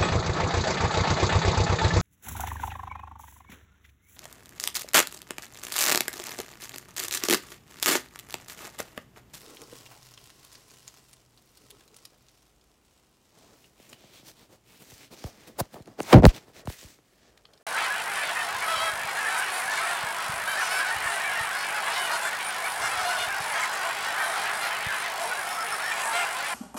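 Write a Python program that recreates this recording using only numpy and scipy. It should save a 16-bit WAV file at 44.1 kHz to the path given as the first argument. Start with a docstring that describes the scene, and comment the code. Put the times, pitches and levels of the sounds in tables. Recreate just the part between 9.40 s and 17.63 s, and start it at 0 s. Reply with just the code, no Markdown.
"""Scratching and ticking come first: the spiny legs of a big cockroach drag and catch on the fingers
that hold it over its enclosure, close to a phone. Then the hand shifts on the phone: skin hisses as it
slides over the case, judders over the microphone opening and knocks loudly. Each knock arrives treble
first and bass last, as a short falling thump. A quiet room hums behind."""
import sys
import numpy as np
from scipy import signal
from scipy.fft import rfft, irfft, next_fast_len
from scipy.io import wavfile
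from scipy.ndimage import uniform_filter1d, minimum_filter1d, map_coordinates

SR = 44100
rng = np.random.default_rng(int(sys.argv[2]) if len(sys.argv) > 2 else 0)


def bounce(signal):
    """Save signal as a 16-bit WAV file at the path given by the first command-line argument."""
    frames = np.transpose(np.atleast_2d(signal))
    limited = np.clip(frames, -1, 1)
    pcm = np.round(limited * 32767).astype(np.int16)
    wavfile.write(sys.argv[1], SR, pcm)


N = 362930


def amp(db):
    """Turn decibels into a gain."""
    return 10 ** (np.asarray(db) / 20)


def unit(x):
    """Scale a sound to an average (rms) level of 1."""
    return x / np.sqrt(np.mean(x ** 2) + 1e-20)


def level(points):
    """Join (seconds, dB) points into a gain for every sample."""
    return amp(np.interp(np.arange(N) / SR, *np.transpose(points)))


def colour(points):
    """Join (Hz, dB) points into a tone curve: a gain for every frequency."""
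    f, db = np.transpose(points)
    return lambda hz: amp(np.interp(np.log(hz + 1), np.log(f), db))


def ringing(hz, pitch_hz, ring_db, share):
    """A flat tone curve with one bump, whose half width is a share of its pitch."""
    return 1 + amp(ring_db) / (1 + 1j * (hz / pitch_hz - 1) / share)


def filtered(x, response):
    """Pass a sound through a tone curve."""
    size = next_fast_len(len(x) + SR // 4)
    return irfft(rfft(x, size) * response(np.fft.rfftfreq(size, 1 / SR)), size)[:len(x)]


def add(track, s, sound):
    """Mix a sound in at s seconds."""
    start = max(round(s * SR), 0)
    track[start:start + len(sound)] += sound[:N - start]


def wobble(rate):
    """A smooth curve through `rate` random values a second."""
    return map_coordinates(rng.standard_normal(int(N * rate / SR) + 4), [np.arange(N) * rate / SR])


def swell(t, length, shape=2.6):
    """A movement grows and fades around t = 0. 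Shape 2 is a bell; more gives a flatter top."""
    return np.exp(-np.abs(2 * t / length) ** shape)


def grains(rate, spread_db, life_s):
    """Tiny noise bursts of uneven size at random moments, about `rate` a second."""
    sizes = (rng.random(N) < rate / SR) * amp(spread_db * np.minimum(rng.standard_normal(N), 1))
    power = signal.lfilter([1], [1, -np.exp(-2 / (life_s * SR))], sizes ** 2)
    return unit(np.sqrt(power) * rng.standard_normal(N))


def air_pocket(x, depth_db, size=(9, 36)):
    """Resonances come and go as the pocket of air under a finger changes shape."""
    spectrum = signal.stft(x, nperseg=256)[2]
    drift = rng.standard_normal(spectrum.shape)
    for axis in (0, 1, 0, 1):  # smooth over frequency and time, twice
        drift = uniform_filter1d(drift, size[axis], axis)
    return signal.istft(spectrum * amp(depth_db * unit(drift)), nperseg=256)[1][:len(x)]


# The tone of the room's noise. 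Each row: frequency in Hz, gain in dB.
ROOM_TONE = [(15, -40.5), (25, -15.5), (53, 2), (87, -8), (363, -8), (591, -14.5), (714, -13), (936, -17.5),
             (1330, -19), (1560, -23), (2910, -23), (5280, -29), (6920, -26), (16000, -36.5)]
# The hum sinks away. Each row: time in seconds, level in dB.
HUM_LEVELS = [(0.0, -59.5), (0.5, -63), (1.3, -66.5), (1.9, -71), (2.9, -71), (3.4, -90), (4.2, -74.5),
              (8.23, -77.5)]

def room(air_db=-66.5, hum_hz=125, width_hz=16, cut_hz=40):
    """Steady room noise and a fuzzy low hum."""
    air_tone = lambda hz: colour(ROOM_TONE)(hz) * hz ** 3 / np.hypot(hz ** 3, cut_hz ** 3)
    hum_tone = lambda hz: 1 / (1 + ((hz - hum_hz) / width_hz) ** 2)
    air = unit(filtered(rng.standard_normal(N), air_tone))
    hum = unit(filtered(rng.standard_normal(N), hum_tone))
    return amp(air_db) * air + level(HUM_LEVELS) * hum


# How long the enclosure rings. 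Each row: frequency in Hz, seconds to fade by 60 dB.
RING_TIMES = [(300, 0.097), (3000, 0.19), (14000, 0.026)]

def enclosure(x, echo_db, delay_s=0.002):
    """The walls add a short, dense echo whose highest treble dies first."""
    hz, t, noise = signal.stft(rng.standard_normal(SR // 8), SR, nperseg=128)
    ring_s = np.interp(hz, *np.transpose(RING_TIMES))
    tail = signal.istft(noise * amp(-60 * t / ring_s[:, None]), SR, nperseg=128)[1]
    tail = np.pad(tail, (round(delay_s * SR), 0))
    return x + amp(echo_db) * signal.fftconvolve(x, tail / np.linalg.norm(tail))[:N]


# The tone of the hollow of the hand. Each row: frequency in Hz, gain in dB.
HOLLOW_TONE = [(120, -17), (200, -9.5), (237, -4.5), (453, 0.5), (629, -14.5), (1010, -12), (1190, -14),
               (1290, -9.5), (1500, -28), (1950, -25), (3300, -120)]
# The fingers adjust their hold. Each row: middle in seconds, length in seconds, level in dB, pitch in Hz.
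GRIP_SHIFTS = [(0.186, 0.35, -54.5, 466), (0.33, 0.016, -48, 520), (0.544, 0.13, -61, 990),
               (1.1, 2.2, -71, 403), (2.435, 0.47, -64.5, 457), (2.739, 0.039, -59, 594),
               (4.142, 0.046, -60, 520), (7.25, 0.23, -58.5, 650), (8.099, 0.71, -64, 618)]

def grip(tone_peak_hz=450):
    """The fingers shift with a dull rustle; a smaller hollow in the hand sounds higher."""
    out, t = np.zeros(N), np.arange(N) / SR
    rustle = grains(rate=360, spread_db=11.5, life_s=0.0065)
    for s, length, db, pitch_hz in GRIP_SHIFTS:
        hollow = lambda hz: colour(HOLLOW_TONE)(hz * tone_peak_hz / pitch_hz)
        out += amp(db) * swell(t - s, length) * unit(filtered(rustle, hollow))
    return out


# The hiss of the legs, and the high fizz of anything gripping. Each row: frequency in Hz, gain in dB.
LEG_TONE = [(410, -6), (700, -3.5), (839, -7), (1050, 0.5), (1190, -9.5), (1330, -0.5), (1510, -7),
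            (2900, -4.5), (3710, -5), (5510, -3), (8090, -10), (9000, -15), (11700, -22.5), (19800, -120)]
FIZZ_TONE = [(5000, -41), (7500, -4.5), (9500, -1.5), (12000, -1.5), (14500, -0.5), (16000, -2.5)]
# The insect struggles, tires and then stirs only faintly. Each row: time in seconds, level in dB.
LEG_EFFORT = [(0, -54.5), (.6, -57), (.95, -58), (1.25, -60), (1.7, -61.5), (1.88, -70), (2.25, -62),
              (2.4, -67), (2.55, -65), (2.8, -69.5), (3.35, -73.5), (3.6, -70), (4.0, -72), (7.6, -79.5),
              (8.1, -71.5)]

def scrabble(kicks_per_s=16, kick_db=1.6, slip_db=-5.5, fizz_db=-7.5, catch_db=-13):
    """Spiny legs drag over skin in uneven kicks: a grainy hiss with slips, fizz and tiny catches."""
    effort = level(LEG_EFFORT) * amp(kick_db * wobble(kicks_per_s))
    scratch = rng.standard_normal(N) + amp(-1) * grains(rate=170, spread_db=12, life_s=0.0011)
    slips = grains(rate=30, spread_db=-1.5, life_s=0.0045)
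    scratch = air_pocket(scratch + amp(slip_db) * slips, depth_db=0.66)
    hiss = unit(filtered(scratch, colour(LEG_TONE)))
    fizz = unit(filtered(scratch, colour(FIZZ_TONE)))
    catches = unit(filtered(grains(rate=37, spread_db=9, life_s=0.0012), colour(FIZZ_TONE)))
    return effort * (hiss + amp(fizz_db) * fizz + amp(catch_db) * catches)


# The tone of a dry snap. Each row: frequency in Hz, gain in dB.
SNAP_TONE = [(350, -40), (600, -8.5), (1750, -9), (4840, -3.5), (6120, -4), (6730, 0.5), (7940, -5.5),
             (8740, 1.5), (12200, -7), (14500, -3.5), (16000, -15.5)]
# Small dry ticks of leg spines and skin. Each row: start in seconds, peak level in dB, pitch in Hz,
# treble in dB (-7.5 leaves the tone as it is), second catch in dB compared with the first.
DRY_TICKS = [(0.169, -37, 3260, -35, -9), (0.217, -27, 9700, -19, -21), (0.237, -38, 5170, -16, -26),
             (0.38, -37.5, 5100, -11, -6), (0.4615, -37, 2810, -27, -26), (0.628, -40, 5610, -16.5, -27),
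             (0.738, -37, 5900, -18, -5), (0.7756, -34.5, 2780, -30, -22), (0.9008, -36.5, 2680, -17, -9),
             (1.048, -37.5, 4400, -7, -23), (1.129, -41.5, 4900, -1, -13), (1.1535, -37.5, 5320, -22, -12),
             (1.301, -36.5, 6230, -19, -5), (1.478, -26.5, 6700, -15, -3), (1.73, -34.5, 9600, -17.5, -2.5),
             (1.9745, -43, 4260, -19, -4), (2.173, -41, 4600, -10, -9), (2.3042, -32, 3230, -9, -7.5),
             (2.41, -46, 1800, -28, -15), (2.478, -44, 4020, -16, -4), (2.543, -38, 7300, -23, -14),
             (2.5648, -37.5, 9900, -10, -20), (2.6517, -29, 5130, -11, -15),
             (2.8846, -43.5, 6200, -28, -14), (3.212, -51.5, 4930, -22, -9), (3.986, -46, 9100, -13, -20),
             (4.2428, -44.5, 2830, -29, -18), (4.492, -40.5, 7300, -4, 3), (4.5301, -32, 2870, -18.5, -26),
             (6.423, -45, 3870, -13, -16), (6.4563, -42.5, 2480, -19, -20), (6.473, -44, 6090, -13, -20),
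             (6.6135, -32, 6660, 2, 1), (6.6294, -31.5, 6360, -5, -18), (7.2555, -39, 2230, -13, -20),
             (7.9754, -41, 1930, -24, -25), (8.0534, -38, 4000, -38, -31), (8.1344, -43.5, 4480, -23, -9),
             (8.1753, -48.5, 4550, -24, -15.5)]

def ticks(attack_s=0.0012, life_s=0.0021, second_catch_s=0.006, ragged_db=5.0):
    """Leg spines, and skin on the phone case, catch and snap free, then catch again a moment later."""
    out, t = np.zeros(N), np.arange(-SR // 100, SR // 30) / SR
    catch = lambda age: np.exp(-np.abs(age - attack_s) / np.where(age < attack_s, attack_s, life_s))
    for s, db, pitch_hz, treble_db, second_db in DRY_TICKS:
        ragged = amp(ragged_db * unit(uniform_filter1d(rng.standard_normal(len(t)), size=24)))
        envelope = catch(t) + amp(second_db) * catch(t - second_catch_s)
        tilt = colour([(4000, 0.002), (10000, treble_db + 7.5)])
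        tone = lambda hz: colour(SNAP_TONE)(hz) * tilt(hz) * ringing(hz, pitch_hz, 4.5, share=0.11)
        snap = filtered(rng.standard_normal(len(t)) * ragged * envelope, tone)
        add(out, s + t[0], amp(db) * snap / np.abs(snap).max())
    return out


# The hiss of sliding skin, and the low body of the case. Each row: frequency in Hz, gain in dB.
SKIN_TONE = [(700, -21.5), (1000, -8.5), (1400, -6), (1800, -1), (2300, -0.5), (3000, -1.5), (4200, -1),
             (6000, -2.5), (8000, -9), (11000, -26.5), (16000, -26)]
BODY_TONE = [(50, -17), (110, 0.5), (200, 0), (300, 0.5), (440, -2), (620, -4), (800, -6.5), (1100, -10),
             (1600, -15.5), (2600, -37.5)]
# Skin strokes the case. Each row: middle in seconds, length in seconds, hiss level in dB,
# fizz and body in dB compared with the hiss, pitch of the hiss in Hz.
SKIN_STROKES = [(4.04, 0.21, -63.5, -11, 5, 7500.0), (4.222, 0.21, -66.5, -3, -3.0, 6400.0),
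                (4.439, 0.12, -61, -5, -6, 2640), (4.52, 0.06, -63.5, -2, 3.5, 7500.0),
                (4.655, 0.24, -60.5, -10, -2, 3170), (4.776, 0.095, -56.5, -7, -6.5, 3520),
                (4.884, 0.072, -52.5, -3, -4.0, 5550), (5.008, 0.103, -60.0, -6, 1.5, 4060),
                (5.133, 0.073, -63, -6.0, 6.5, 7500.0), (5.34, 0.14, -59.0, -4.5, -3.5, 2800),
                (5.42, 0.038, -61, 2, 6, 3140), (5.519, 0.16, -56, -3.5, -4, 6600),
                (5.633, 0.089, -54.0, -8.5, -6.0, 2740), (5.73, 0.041, -54, -6.5, 6, 4300),
                (5.835, 0.16, -52.5, -9.5, -1.5, 5560), (6.034, 0.21, -59, -10, 1, 1700.0),
                (6.08, 0.018, -53, -2.5, -0.5, 4600.0), (6.216, 0.09, -56.5, -12.0, 8.5, 1700.0),
                (6.339, 0.026, -61.5, -1, 6, 3100.0), (6.359, 0.14, -62, -9, -0.5, 1680),
                (6.507, 0.1, -66.5, -11.5, 13, 1700.0), (6.596, 0.021, -52.5, -14.5, 5, 1700.0),
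                (6.686, 0.16, -48, -11, 2, 2100.0), (6.897, 0.048, -46, -25, 5.5, 2500.0),
                (6.96, 0.052, -46.0, -11, -0.5, 2780), (7.007, 0.096, -60.5, -12, 2.0, 1720),
                (7.089, 0.056, -65, -5.5, 8.5, 1710), (7.18, 0.076, -51.5, -10.5, -0.5, 2000.0),
                (7.316, 0.08, -48.0, -3, -11.5, 1700.0), (7.405, 0.077, -53, -7, -29, 7500.0),
                (7.476, 0.17, -56.5, -6.0, -4.5, 7500.0), (7.728, 0.22, -71, -6.0, -17, 1700.0),
                (7.864, 0.13, -65, -31, -2, 1720)]

def rubs():
    """Sliding skin hisses, while small uneven slips sound the body of the case."""
    out, t = np.zeros(N), np.arange(-SR // 4, SR // 4) / SR
    slide = rng.standard_normal(N) + amp(-5) * grains(rate=310, spread_db=13.5, life_s=0.0011)
    slide = air_pocket(slide, depth_db=0.3)
    fizz = unit(filtered(slide, colour(FIZZ_TONE)))
    body = unit(filtered(grains(rate=820, spread_db=-1.5, life_s=0.0081), colour(BODY_TONE)))
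    for s, length, db, fizz_db, body_db, pitch_hz in SKIN_STROKES:
        span = np.arange(len(t)) + round((s + t[0]) * SR)
        tone = lambda hz: colour(SKIN_TONE)(hz) * ringing(hz, pitch_hz, ring_db=-3.5, share=0.18)
        hiss = unit(filtered(slide[span], tone))
        rub = hiss + amp(fizz_db) * fizz[span] + amp(body_db) * body[span]
        add(out, s + t[0], amp(db) * swell(t, length) * rub)
    return out


# The resonances of the phone case. Each row: frequency in Hz, gain in dB.
CASE_TONE = [(60, 5.5), (130, 5.5), (200, 3), (290, 1), (450, 2.5), (620, 3.5), (780, 1.5), (1100, -2.5),
             (1700, -2.5), (2400, -1.5), (3300, -2.5), (5000, 0)]

def contact(low_hz, high_hz, lag_cycles=1.65, rest_hz=25, steep=1.32):
    """A touch on the phone, heard through its microphone, arrives treble first and bass last."""
    def response(hz):
        bass_hump = (hz / low_hz) ** 2 / np.sqrt(1 + (hz / low_hz) ** 6)
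        treble_loss = np.hypot(1, hz / high_hz) ** steep
        lag = np.exp(-2j * np.pi * lag_cycles * np.log(np.hypot(hz, rest_hz)))
        return bass_hump / treble_loss * colour(CASE_TONE)(hz) * lag
    return response


# The hiss at the microphone opening. Each row: frequency in Hz, gain in dB.
OPENING_TONE = [(1500, -27), (3000, -11.5), (4200, 0), (8000, -2), (10300, -0.5), (12500, -4.5),
                (15500, 1.5)]
# Skin scuffs the opening. Each row: loudest moment in seconds, level in dB, rise and fall in seconds,
# low and high edge in Hz, hiss in dB compared with the judder.
SKIN_SCUFFS = [(0.515, -53.5, 0.0072, 0.026, 1010, 1800, 0), (5.73, -55, 0.012, 0.017, 318, 1000, -2),
               (5.865, -47.5, 0.0079, 0.03, 600, 1600, -4), (6.089, -49, 0.011, 0.028, 273, 800, -13),
               (6.191, -29.5, 0.0053, 0.013, 450, 1500, -6), (6.203, -23, 0.0077, 0.0056, 650, 800, -2.5),
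               (6.357, -42.5, 0.005, 0.03, 390, 1300, -17), (6.597, -32.5, 0.011, 0.0089, 447, 1500, -21),
               (6.723, -30, 0.034, 0.0082, 900, 7020, -8), (6.730, -8, 0.0045, .014, 475, 2600, -26),
               (6.755, -8.5, 0.015, 0.028, 151.8, 1100, -44),
               (6.842, -14.5, 0.0072, 0.0013, 378, 1100, -37.5),
               (6.864, -38.5, .002, 0.0083, 1510, 9000, 8), (6.892, -37, 0.01, 0.01, 2120, 5000, -14)]

def scuffs(shape=1.35):
    """Pressed skin judders over the microphone opening, swelling until it lets go."""
    out, t = np.zeros(N), np.arange(-SR // 4, SR // 4) / SR
    for s, db, rise, fall, low_hz, high_hz, hiss_db in SKIN_SCUFFS:
        envelope = np.exp(-(np.abs(t) / np.where(t < 0, rise, fall)) ** shape)
        judder = unit(filtered(envelope * rng.standard_normal(len(t)), contact(low_hz, high_hz)))
        hiss = unit(filtered(envelope * rng.standard_normal(len(t)), colour(OPENING_TONE)))
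        gain = amp(db) * np.sqrt(np.mean(envelope ** 2))
        add(out, s + t[0], gain * (judder + amp(hiss_db) * hiss))
    return out


def thump(low_hz, high_hz, crunch_db=-20, crunch_s=0.0017):
    """One push with a little crunch, heard through the phone's microphone as a falling thump."""
    t = np.arange(SR // 6) / SR
    burst = rng.standard_normal(len(t)) * np.exp(-t / crunch_s)
    crunch = filtered(burst, lambda hz: hz / np.hypot(hz, 900))
    push = filtered((t == 0) + amp(crunch_db) * crunch, contact(low_hz, high_hz))
    return push / np.abs(push).max()


# Knocks on the case; heavy ones reach lower, hard ones higher. Each row: start in seconds, level in dB,
# low and high edge in Hz, fade time of the chatter in seconds, crack in dB compared with the knock.
CASE_KNOCKS = [(4.398, -46.5, 280, 1200, 0.0046, -12), (4.524, -45.5, 200, 1200, .006, -20),
               (4.639, -46, 250, 900, 0.0049, -21), (4.828, -49.5, 216, 700, .004, -20),
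               (5.519, -47.5, 90, 800, 0.0031, 4), (5.84, -29, 72, 2500, 0.0027, 0.5),
               (6.205, -23, 120, 1000, 0.0023, -22), (6.3417, -39, 178, 2500, 0.0038, 2.5),
               (6.4, -39.5, 114, 900, 0.0037, -13), (6.4754, -38.5, 290, 1200, 0.012, -20),
               (6.603, -19.5, 288, 1206, 0.0024, -5), (6.729, -1, 255.3, 1300, 0.025, -6),
               (6.741, -4.5, 110, 500, .004, -24), (6.7648, -3.5, 75, 353, 0.0031, -29),
               (6.7843, -18, 130, 650, 0.0044, -8), (6.797, -23, 197, 1000, .003, -8.5),
               (6.823, -17, 200, 1205, .008, -15.5), (6.833, -8.5, 168.3, 500, .003, -23),
               (6.841, -5.5, 187, 900, 0.0028, -15.5), (6.8509, -5, 140, 800, .002, -18.5),
               (6.853, -2, 110, 6030, .002, -5.5), (6.858, -2, 51.8, 110, 0.0046, -34),
               (6.8627, -7.5, 202.3, 1300, .002, -21), (7.079, -47, 190, 800, .004, -25),
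               (7.248, -43.5, 80, 500, .004, -24), (7.273, -26, 70.6, 2500, .003, 1),
               (7.299, -36, 250, 5000, .002, 0.5), (7.427, -44.5, 302, 900, 0.0033, -12),
               (7.440, -42.5, 59.5, 500, 0.002, -20), (7.587, -51.5, 300, 1200, .004, -3)]

def knocks(contacts=8, gap_s=0.009, gap_scatter=0.22, soften_s=0.024, crack_s=0.0015):
    """A knock cracks, thumps and chatters on in ever weaker, lower contacts."""
    out, t = np.zeros(N), np.arange(SR // 50) / SR
    for s, db, low_hz, high_hz, chatter_s, crack_db in CASE_KNOCKS:
        burst = rng.standard_normal(len(t)) * np.exp(-t / crack_s)
        crack = filtered(burst, contact(low_hz=900, high_hz=7500, lag_cycles=0.781))
        add(out, s, amp(db + crack_db) * crack / np.abs(crack).max())
        gaps = gap_s * np.exp(gap_scatter * rng.standard_normal(contacts))
        for age in np.cumsum(gaps) - gaps[0]:
            lower = 1 / (1 + age / soften_s)
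            add(out, s + age, amp(db) * np.exp(-age / chatter_s) * thump(low_hz * lower, high_hz * lower))
    return out


def scene():
    """Scrabbling, grip and ticks echo in the enclosure; rubs, scuffs and knocks have no echo."""
    echoing = enclosure(scrabble() + grip() + ticks(), echo_db=-14)
    return (echoing + rubs() + scuffs() + knocks() + room())[None]


def record(dry, ceiling=0.9, top_hz=15950):
    """A fast limiter turns the loudest knocks down, and the very highest treble is cut off."""
    needed_gain = ceiling / np.maximum(np.abs(dry[0]), ceiling)
    gain = uniform_filter1d(minimum_filter1d(needed_gain, size=60), size=60)
    treble_cut = lambda hz: 1 / (1 + (hz / top_hz) ** 200)
    return filtered(dry[0] * gain, treble_cut)[None]


dry = scene()
out = record(dry)
bounce(out)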